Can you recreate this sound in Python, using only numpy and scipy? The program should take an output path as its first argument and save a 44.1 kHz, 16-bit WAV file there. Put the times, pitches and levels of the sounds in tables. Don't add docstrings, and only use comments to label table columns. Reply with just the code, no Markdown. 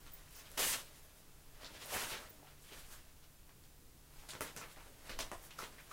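import sys
import numpy as np
from scipy import signal
from scipy.fft import rfft, irfft, next_fast_len
from scipy.io import wavfile
from scipy.ndimage import uniform_filter1d, map_coordinates

SR = 44100
rng = np.random.default_rng(int(sys.argv[2]) if len(sys.argv) > 2 else 0)


def materialize(psi):
    bounded = np.clip(np.atleast_2d(psi).T, -1, 1)
    quanta = np.round(bounded * 32767).astype(np.int16)
    wavfile.write(sys.argv[1], SR, quanta)


def volts(x):
    e = np.asarray(x, float) / 20
    return 10 ** e


N = 261072

# pitch_hz, level_db (per Hz)
HISS_COLOUR = [(240, -40), (400, -7), (481, -6.5), (775, -6.5), (1980, -10.5), (2070, -11.5), (2210, -10.5),
               (4550, -11), (15800, -11)]
# pitch_hz, level_db (per Hz)
RUMBLE_COLOUR = [(35, -35), (60, -1.5), (146, -3.5), (237, -10.5), (286, -6), (376, -14.5), (500, -14),
                 (650, -77), (1100, -120)]
# pitch_hz, level_db (rms)
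FAN_HUM = [
    (72.7, -76.5),
    (145.3, -78),
]
# peak_s, level_db
AIR_PUSHES = [
    (.1, -58.5),
    (.66, -51),
    (1.57, -52),
    (1.96, -65),
    (2.23, -58),
    (2.92, -53),
    (4.19, -59),
    (4.78, -58),
    (4.96, -63),
    (5.18, -48),
]
# pitch_hz, level_db (per Hz)
FLEX_COLOUR = [(41, -37), (70, -4.5), (156, -11.5), (516, -5.5), (613, -2), (729, -5.5), (1010, -3),
               (3000, -7.5), (3900, -24), (6600, -120)]
# pitch_hz, level_db (per Hz)
RIP_COLOUR = [(880, 9), (1500, 10.5), (1660, 6.5), (2340, 0), (4260, -5), (5140, -5), (6510, -5),
              (10800, -5.5), (15800, -9)]
# time_s, crumple_db
STRAIN = [(0, -67.5), (.9, -66), (1.3, -72), (1.55, -69.5), (2.3, -66), (2.6, -72.5), (3.07, -71),
          (3.43, -82), (3.95, -87), (4.15, -65.5), (4.95, -67), (5.4, -67), (5.92, -64.5)]
# flap_db, flex_db, crumple_db, rip_db
STRAIN_LAYERS_DB = [-2.5, -0.3, -1.2, -3.5]
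# start_s, held_s, crumple_db, folds_over_db, fibres_over_db
YANKS = [(.572, 0.0058, -39.5, 0, -2.5), (.588, 0.06, -39.5, -4, 3), (4.285, 0.006, -50, -8, -6),
         (4.4105, 0.0049, -48.5, 3.5, 0), (4.566, 0.011, -54.5, 4, -4), (4.764, 0.03, -62.5, 6.5, -19),
         (5.091, 0.0074, -51, 1.5, -8), (5.189, 0.0076, -49.5, 4, -1), (5.315, 0.0094, -61, 8, -8),
         (5.505, .012, -64.5, 1, -6), (5.582, 0.014, -57.5, 6.5, 2), (5.906, .01, -60, 6, -2)]
# top_s, held_s, crumple_db, folds_over_db, fibres_over_db
PULLS = [(.68, 0.046, -41.5, -10, 3.5), (.715, 0.012, -46.5, -5.5, 2), (.74, 0.0033, -49, 2, -6),
         (1.625, 0.0092, -62, 8.5, -3), (1.655, 0.009, -54.5, -8, -22), (1.74, 0.019, -57.5, -1.5, -6.5),
         (1.82, 0.029, -53, -2, -6.5), (1.9, .01, -66, -6, 1), (1.94, 0.023, -43, 2, 0),
         (2.005, 0.035, -44, 1.5, -2.5), (2.095, 0.015, -48.5, -4, 0), (2.13, 0.0089, -45, 0.5, -23),
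         (2.2, 0.033, -61, 7.5, 0), (2.73, 0.027, -58, 0, -3.5), (2.785, 0.0089, -57, -3.5, -2),
         (2.925, 0.0093, -60, 3, 3.5), (4.34, 0.0065, -65.5, 10.5, 0), (4.46, 0.017, -53, -8, -7),
         (4.63, 0.026, -61, 7, -6), (5.068, 0.008, -59, 4.5, -3), (5.63, 0.0079, -52, 0.5, -6)]
# top_s, held_s, crumple_db, folds_over_db, fibres_over_db
NIBBLES = [(.07, 0.0066, -63, 3, -5), (.14, 0.091, -69, 2.5, 0), (.33, 0.024, -62.5, -22, -1),
           (.385, 0.028, -59, -2.5, -2.5), (.45, .03, -61, -2.5, -7), (.505, 0.059, -66.5, 4, 1),
           (.965, 0.028, -64.5, -2, -1), (1.17, 0.031, -69.5, -28, 1), (2.47, 0.051, -66.5, 2, -18),
           (2.63, .015, -68.5, -7, 2.5), (2.675, 0.017, -61.5, -23, -4), (2.86, .015, -62, -12, -8),
           (2.99, 0.011, -69, 3, -11), (3.24, .008, -68, -3, -8), (3.5, 0.015, -73, 7, -17),
           (3.64, 0.014, -71, -8, -4), (4.19, 0.1, -67, -1, -2.5), (4.72, 0.0075, -64, -7, 1.5),
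           (4.86, 0.024, -68.5, 5, -1), (5.44, 0.029, -71.5, 11.5, 10.5), (5.725, 0.0098, -63, 1, -12),
           (5.79, 0.023, -69, 5, -17)]
SAG = [15, 11.7, 12, 44]
FALL = [153, 185, 174, 229]
# top_s, flap_db
SWINGS = [(.6, -51), (1.74, -60.5), (2.115, -53.5), (2.39, -63), (2.725, -60), (4.28, -63), (4.415, -50.5),
          (4.56, -54.5), (4.86, -59.5), (5.105, -57), (5.63, -60)]
# start_s, peak_db, lower_modes_db
TAG_STRIKES = [(0.0094, -62, -8), (0.1191, -52, -10), (0.1351, -42, -20), (0.3554, -55, -14),
               (0.3631, -48, -12), (0.3844, -52, -9), (0.783, -65, 0), (0.8, -60, 4), (2.2864, -61, -32),
               (2.2942, -52, -32), (2.3017, -50, -28)]
# pitch_hz, level_db, t60_s
TAG_MODES = [
    (14900, -2, 0.092),
    (8400, 2, .03),
    (10400, -5, .08),
]
# start_s, peak_db, sheet_hz, crease_hz
FOLDS = [(0.064, -44, 2430, 3740), (0.576, -30, 2520, 10500), (1.631, -42, 560, 3740),
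         (2.119, -35, 2300, 3500), (2.136, -36, 1930, 3000), (3.492, -47.5, 1070, 3500),
         (4.235, -47, 875, 3960), (4.334, -37, 1230, 4950), (4.407, -28.5, 1310, 9900),
         (4.563, -32.5, 1370, 6400), (5.0935, -34, 900, 3600), (5.189, -26.5, 1020, 4560),
         (5.507, -41, 1990, 4500), (5.098, -36, 1200, 2500), (1.748, -49, 700, 1500),
         (5.638, -37, 1110, 3900), (5.808, -44.5, 1280, 10700)]
# start_s, peak_db, sheet_hz, crease_hz
CREASES = [(0.307, -51, 530, 14000), (0.325, -53, 890, 13500), (0.5, -48, 657, 12800),
           (0.509, -46, 490, 3720), (0.515, -43.5, 611, 9790), (1.645, -33, 964, 4200),
           (1.858, -40, 614, 12000), (2.037, -27, 1990, 3000), (1.808, -52, 900, 6500),
           (1.824, -46, 900, 9000), (1.865, -43, 900, 9500), (2.622, -52, 900, 11000),
           (2.887, -52, 900, 10000), (4.573, -42, 900, 6500), (4.576, -39, 900, 8500),
           (4.585, -48, 900, 8000), (4.614, -47, 900, 11500), (4.413, -44, 900, 11000),
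           (4.422, -38, 900, 10500), (4.458, -48, 900, 11500), (5.1995, -41, 900, 4200),
           (5.2036, -28, 900, 3520), (5.211, -32, 900, 5000), (5.33, -44, 900, 8500),
           (5.378, -50, 900, 12000), (4.5632, -39, 900, 10000), (3.24, -50, 1670, 4000),
           (3.637, -50, 845, 4600), (4.289, -35, 2430, 7550), (5.2071, -24, 970, 4740),
           (5.525, -54, 2150, 4300), (5.585, -41, 2500, 4800), (4.407, -35, 2000, 13500),
           (5.189, -29, 2000, 6000), (5.1883, -38, 1500, 12500), (4.289, -38, 2000, 2700)]
# start_s, peak_db, sheet_hz, crease_hz
KNOCKS = [(1.66, -47, 1380, 4140), (2.719, -49, 390, 2000), (4.351, -35, 2280, 3860),
          (4.761, -45, 1960, 3670), (4.4073, -30, 585, 3000), (4.4077, -33, 1430, 3000),
          (4.613, -40, 1340, 4500), (5.622, -35.5, 1030, 2000), (1.944, -34, 770, 2000),
          (1.96, -36, 1480, 4000), (4.337, -47, 1510, 3000), (5.332, -36, 614, 2400),
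          (5.315, -29.5, 1040, 7900), (5.589, -33.5, 1250, 4950), (5.782, -43, 1690, 4060),
          (5.913, -46, 1290, 5290)]
# top_s, held_s, level_db, pitch_hz
SCRUNCHES = [(.075, 0.013, -66, 3400), (.35, .05, -62, 6000), (1.03, .025, -67, 14000),
             (1.656, 0.008, -55, 4500), (2.038, .008, -46, 2600), (2.133, 0.0087, -50, 2480),
             (.625, 0.016, -45, 2600), (.69, .02, -48, 10000), (1.95, .015, -50, 1900),
             (2.0, .02, -52, 1090), (2.022, .006, -50, 5000), (2.119, .006, -55, 3000),
             (2.69, .006, -63, 2500), (2.715, 0.027, -65, 2580), (2.79, .008, -63, 12000),
             (2.91, 0.037, -62.5, 3300), (5.33, .015, -60, 8500), (5.43, .03, -60.5, 13500),
             (5.113, .008, -62, 4000), (4.595, .015, -62, 6200), (1.83, .02, -60, 7000),
             (5.194, .03, -52, 3500), (5.2, .015, -52, 6300), (.7, .04, -47, 6000), (1.925, .025, -50, 600),
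             (2.48, .02, -69, 3100), (4.302, 0.0055, -50.5, 4160), (4.305, 0.014, -52, 7350),
             (4.422, 0.006, -55, 2000), (4.572, 0.012, -53.5, 6440), (4.622, 0.022, -55, 2160),
             (5.1, 0.019, -59, 2520), (5.198, 0.011, -49.5, 4370), (5.51, 0.016, -59.5, 3000),
             (5.59, 0.03, -57, 5300), (5.785, 0.024, -59.5, 1870), (5.9, .01, -66, 6500)]
# peak_s, low_hz, high_hz, level_db
HISS_PATCHES = [
    (0.635, 6240, 7570, -49),
    (0.706, 10900, 12450, -49),
    (3.05, 13800, 15300, -80),
    (3.37, 5200, 6300, -80),
    (3.7, 6300, 7700, -78),
    (3.7, 9600, 15300, -75),
    (4.0, 11000, 14500, -75),
    (4.0, 4700, 5800, -82),
    (4.17, 4280, 5800, -76),
    (4.17, 13000, 14500, -80),
]
# start_s, level_db, pitch_hz, t60_s
POPS = [(2.428, -52, 830, .035), (2.452, -59, 750, .04), (2.471, -56, 2930, .03), (2.487, -58, 3500, .015),
        (4.424, -40, 2000, .02), (4.613, -45, 1330, .035), (4.63, -49, 2200, .02), (5.589, -38, 1320, .025),
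        (2.328, -58, 640, .05), (2.352, -58, 680, .04), (2.773, -56, 1700, .02), (2.934, -54, 1600, .03),
        (1.682, -57, 1380, .05), (5.325, -45, 1000, .06), (5.345, -48, 1050, .06), (5.634, -47, 1100, .03),
        (5.641, -50, 950, .015), (5.664, -55, 900, .015), (5.601, -45, 1300, .05), (5.913, -42, 1240, .05),
        (4.415, -44, 420, .07), (5.192, -46, 600, .06), (5.319, -44, 610, .08), (5.32, -49, 1700, .05),
        (5.0945, -45, 550, .03), (.74, -46, 1320, .06)]
# pitch_hz, t60_s
ROOM_DECAY = [(200, 0.14), (1500, 0.17), (6000, 0.18), (14000, 0.16)]


def unit(x):
    return x / np.sqrt(np.mean(x ** 2) + 1e-20)


def along(points, hz):
    f, v = np.transpose(points)
    return np.interp(np.log(hz + 1), np.log(f + 1), v)


def wobble(rate):
    knots = rng.standard_normal(int(N * rate / SR) + 4)
    return map_coordinates(knots, [np.arange(N) * rate / SR])


def filtered(x, response):
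    m = next_fast_len(N + SR // 2)
    return irfft(rfft(x, m) * response(np.fft.rfftfreq(m, 1 / SR)), m)[..., :N]


def swell(t, held, rise, sag, fall):
    return rise * np.minimum(t, 0) - sag * np.clip(t, 0, held) - fall * np.maximum(t - held, 0)


def around(s):
    near = slice(max(round((s - .25) * SR), 0), min(round((s + .5) * SR), N))
    return near, np.arange(near.start, near.stop) / SR - s


def shaped_noise(colour):
    return unit(filtered(rng.standard_normal(N), lambda f: volts(along(colour, f))))


def fan(t):
    turns = t + 0.00064 * wobble(3.78)
    hum = np.zeros(N)
    for hz, db in FAN_HUM:
        hum += volts(db + 5.5 + 1.8 * wobble(3.89)) * np.sin(2 * np.pi * hz * turns)
    return hum


def moving_air(t):
    air = unit(filtered(rng.standard_normal(N), lambda f: (f > 8) / (1 + (f / 24) ** 2.18)))
    power = np.full(N, volts(2 * -62))
    for s, db in AIR_PUSHES:
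        power += volts(2 * (db + swell(t - s, 0.0063, rise=110, sag=0, fall=96)))
    return np.sqrt(power) * air


def background():
    t = np.arange(N) / SR
    hiss = volts(-65.3 + 0.23 * wobble(2.8)) * shaped_noise(HISS_COLOUR)
    rumble = volts(-69.5 + 1.5 * wobble(7)) * shaped_noise(RUMBLE_COLOUR)
    return hiss + rumble + fan(t) + moving_air(t)


def motion():
    flap_db = -10
    sag, fall = np.array(SAG)[:, None], np.array(FALL)[:, None]
    strain_s, strain_db = np.transpose(STRAIN)
    taut_db = np.interp(np.arange(N) / SR, strain_s, strain_db)
    power = volts(2 * (taut_db + np.array(STRAIN_LAYERS_DB)[:, None]))
    kinds = [(YANKS, 220, 0.99, 0.0052, 4900),
             (PULLS, 214, 1, 0, 0),
             (NIBBLES, 250, 3.1, 0, 0)]
    for tugs, rise, pace, lag, cut in kinds:
        for s, held, db, folds_db, fibres_db in tugs:
            near, t = around(s)
            layers_db = db + np.array([[folds_db + flap_db], [folds_db], [0], [fibres_db]])
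            tug_db = swell(t - lag, held, rise, sag, pace * fall) + cut * np.minimum(t, 0)
            power[:, near] += volts(2 * (layers_db + tug_db))
    for s, db in SWINGS:
        near, t = around(s)
        power[0, near] += volts(2 * (db + swell(t, 0, rise=640, sag=0, fall=FALL[0])))
    return 10 * np.log10(power)


def crackle(colour, lo_hz, hi_hz, per_second, spread_db, clump_db, diffuse):
    breaks = rng.random(N) < per_second / SR
    sizes = volts(spread_db * np.minimum(rng.exponential(1, N), 3.2)) * rng.standard_normal(N)
    grains = unit(breaks * sizes) + diffuse * rng.standard_normal(N)
    grains = volts(clump_db * wobble(45)) * grains

    def response(f):
        low_cut = (f / lo_hz) ** 4 / (1 + (f / lo_hz) ** 4)
        return volts(along(colour, f)) * low_cut / (1 + (f / hi_hz) ** 4)
    return unit(filtered(grains, response))


def patchy(x, depth_db):
    z = signal.stft(x, nperseg=512)[2]
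    field = uniform_filter1d(rng.standard_normal(z.shape), size=5, axis=0)
    field = uniform_filter1d(field, size=6, axis=1)
    gain = volts(depth_db * unit(field) - depth_db ** 2 / 9)
    return signal.istft(z * gain, nperseg=512)[1][:N]


def rustle():
    flap_db, flex_db, crumple_db, rip_db = motion()
    flap = volts(flap_db - 2.0) * crackle(
        FLEX_COLOUR, 59, 555, per_second=250, spread_db=4.5, clump_db=-1.0, diffuse=1.05)
    flex = volts(flex_db - 3.5) * crackle(
        FLEX_COLOUR, 280, 2500, per_second=1400, spread_db=2.0, clump_db=0.1, diffuse=1.27)
    crumple = volts(crumple_db - 2.0) * crackle(
        RIP_COLOUR, 2420, 5340, per_second=3000, spread_db=-1.5, clump_db=2.0, diffuse=1.6)
    rip = volts(rip_db + 1.0) * crackle(
        RIP_COLOUR, 4660, 18400, per_second=12000, spread_db=3.0, clump_db=0.0, diffuse=2.4)
    sheet = patchy(flap + flex + crumple + rip, depth_db=1.0)
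    return np.pad(sheet, (170, 0))[:N]


def tag():
    out, t = np.zeros(N + SR), np.arange(SR // 4) / SR
    for s, db, lower_db in TAG_STRIKES:
        for hz, mode_db, t60 in TAG_MODES:
            level_db = db + mode_db + (lower_db if hz < 12000 else 0)
            ring = np.sin(2 * np.pi * (hz * t + rng.random()))
            out[round(s * SR):][:len(t)] += volts(level_db - 60 * t / t60) * ring
    return out[:N]


def snaps():
    out, t = np.zeros(N + SR), np.arange(SR // 50) / SR
    kinds = [(FOLDS, -7.5, -11), (CREASES, -21, -8.5), (KNOCKS, -6.5, -16)]
    for events, thump_db, crack_db in kinds:
        for s, db, sheet_hz, crease_hz in events:
            noise = rng.standard_normal((2, len(t)))
            peak = signal.iirpeak(min(crease_hz, 18000), 1.3, SR)
            crease = signal.lfilter(*peak, signal.lfilter(*peak, noise[0]))
            crack = volts(crack_db + 9.0 - 60 * t / 0.011) * (crease + 0.07 * noise[0])
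            crack *= 1 - np.exp(-t / 0.00019)
            body = volts(thump_db + 2.0 - 60 * t / 0.048) * uniform_filter1d(noise[1], size=11)
            ring = np.sin(2 * np.pi * sheet_hz * t) + .5 * np.sin(2 * np.pi * 1.81 * sheet_hz * t)
            sudden = 1 - np.exp(-t / 0.0003)
            thump = volts(thump_db + 7.5 - 60 * t * sheet_hz / 7) * ring * sudden
            out[round((s + .0008) * SR):][:len(t)] += volts(db) * (crack + body + thump)
    return out[:N]


def scrunches():
    out = np.zeros(N)
    cracks = crackle([(1000, 0)], 500, 16000, per_second=2500, spread_db=2.5, clump_db=.8, diffuse=.9)
    for s, held, db, hz in SCRUNCHES:
        near, t = around(s)
        peak = signal.iirpeak(hz, 1.74, SR)
        tuned = unit(signal.lfilter(*peak, signal.lfilter(*peak, cracks[near])))
        out[near] += volts(db + swell(t, held, rise=1350, sag=0, fall=550)) * tuned
    return out


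def hiss_patches():
    t, side = np.arange(N) / SR, np.zeros(N)
    for s, lo_hz, hi_hz, db in HISS_PATCHES:
        noise = unit(filtered(rng.standard_normal(N), lambda f: (f > lo_hz) & (f < hi_hz)))
        side += volts(db) * noise * np.cos(np.pi * np.clip((t - s) / 0.035, -.5, .5))
    return np.array([side, -side])


def pops():
    out, t = np.zeros(N + SR), np.arange(SR // 10) / SR
    for s, db, hz, t60 in POPS:
        waver = 0.039 * np.cumsum(rng.standard_normal(len(t)))
        ring = np.sin(2 * np.pi * hz * t + waver)
        out[round(s * SR):][:len(t)] += volts(db - 60 * t / t60) * (1 - np.exp(-t / 0.00051)) * ring
    return out[:N]


def room(x):
    out, hop = np.zeros(N + SR), SR // 4
    for start in range(0, N, hop):
        hz, t, z = signal.stft(rng.standard_normal(SR // 2), SR, nperseg=256)
        decay = volts(-60 * t / along(ROOM_DECAY, hz)[:, None])
        tail = signal.istft(z * decay, SR, nperseg=256)[1]
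        tail = tail * (1 - np.exp(-np.arange(len(tail)) / SR / 0.0014))
        delayed = np.pad(tail / np.linalg.norm(tail), (220, 0))
        wet = signal.fftconvolve(x[start:start + hop], delayed)
        out[start:][:len(wet)] += wet
    return out[:N]


def scene():
    floor = background()
    sheet = rustle() + scrunches()
    jingle, creases, pockets = tag(), snaps(), pops()
    walls = room(volts(-3.5) * creases + volts(-3.5) * pockets + volts(-8) * jingle + volts(-13) * sheet)
    mono = creases + pockets + jingle + volts(-0.98) * sheet + walls + floor
    return np.array([mono, mono])


def top_cut(x):
    return signal.sosfilt(signal.butter(12, 16540, fs=SR, output="sos"), x)


def record(dry):
    mix = filtered(dry, lambda hz: hz < 15830) + hiss_patches()
    return top_cut(mix)


dry = scene()
out = record(dry)
materialize(out)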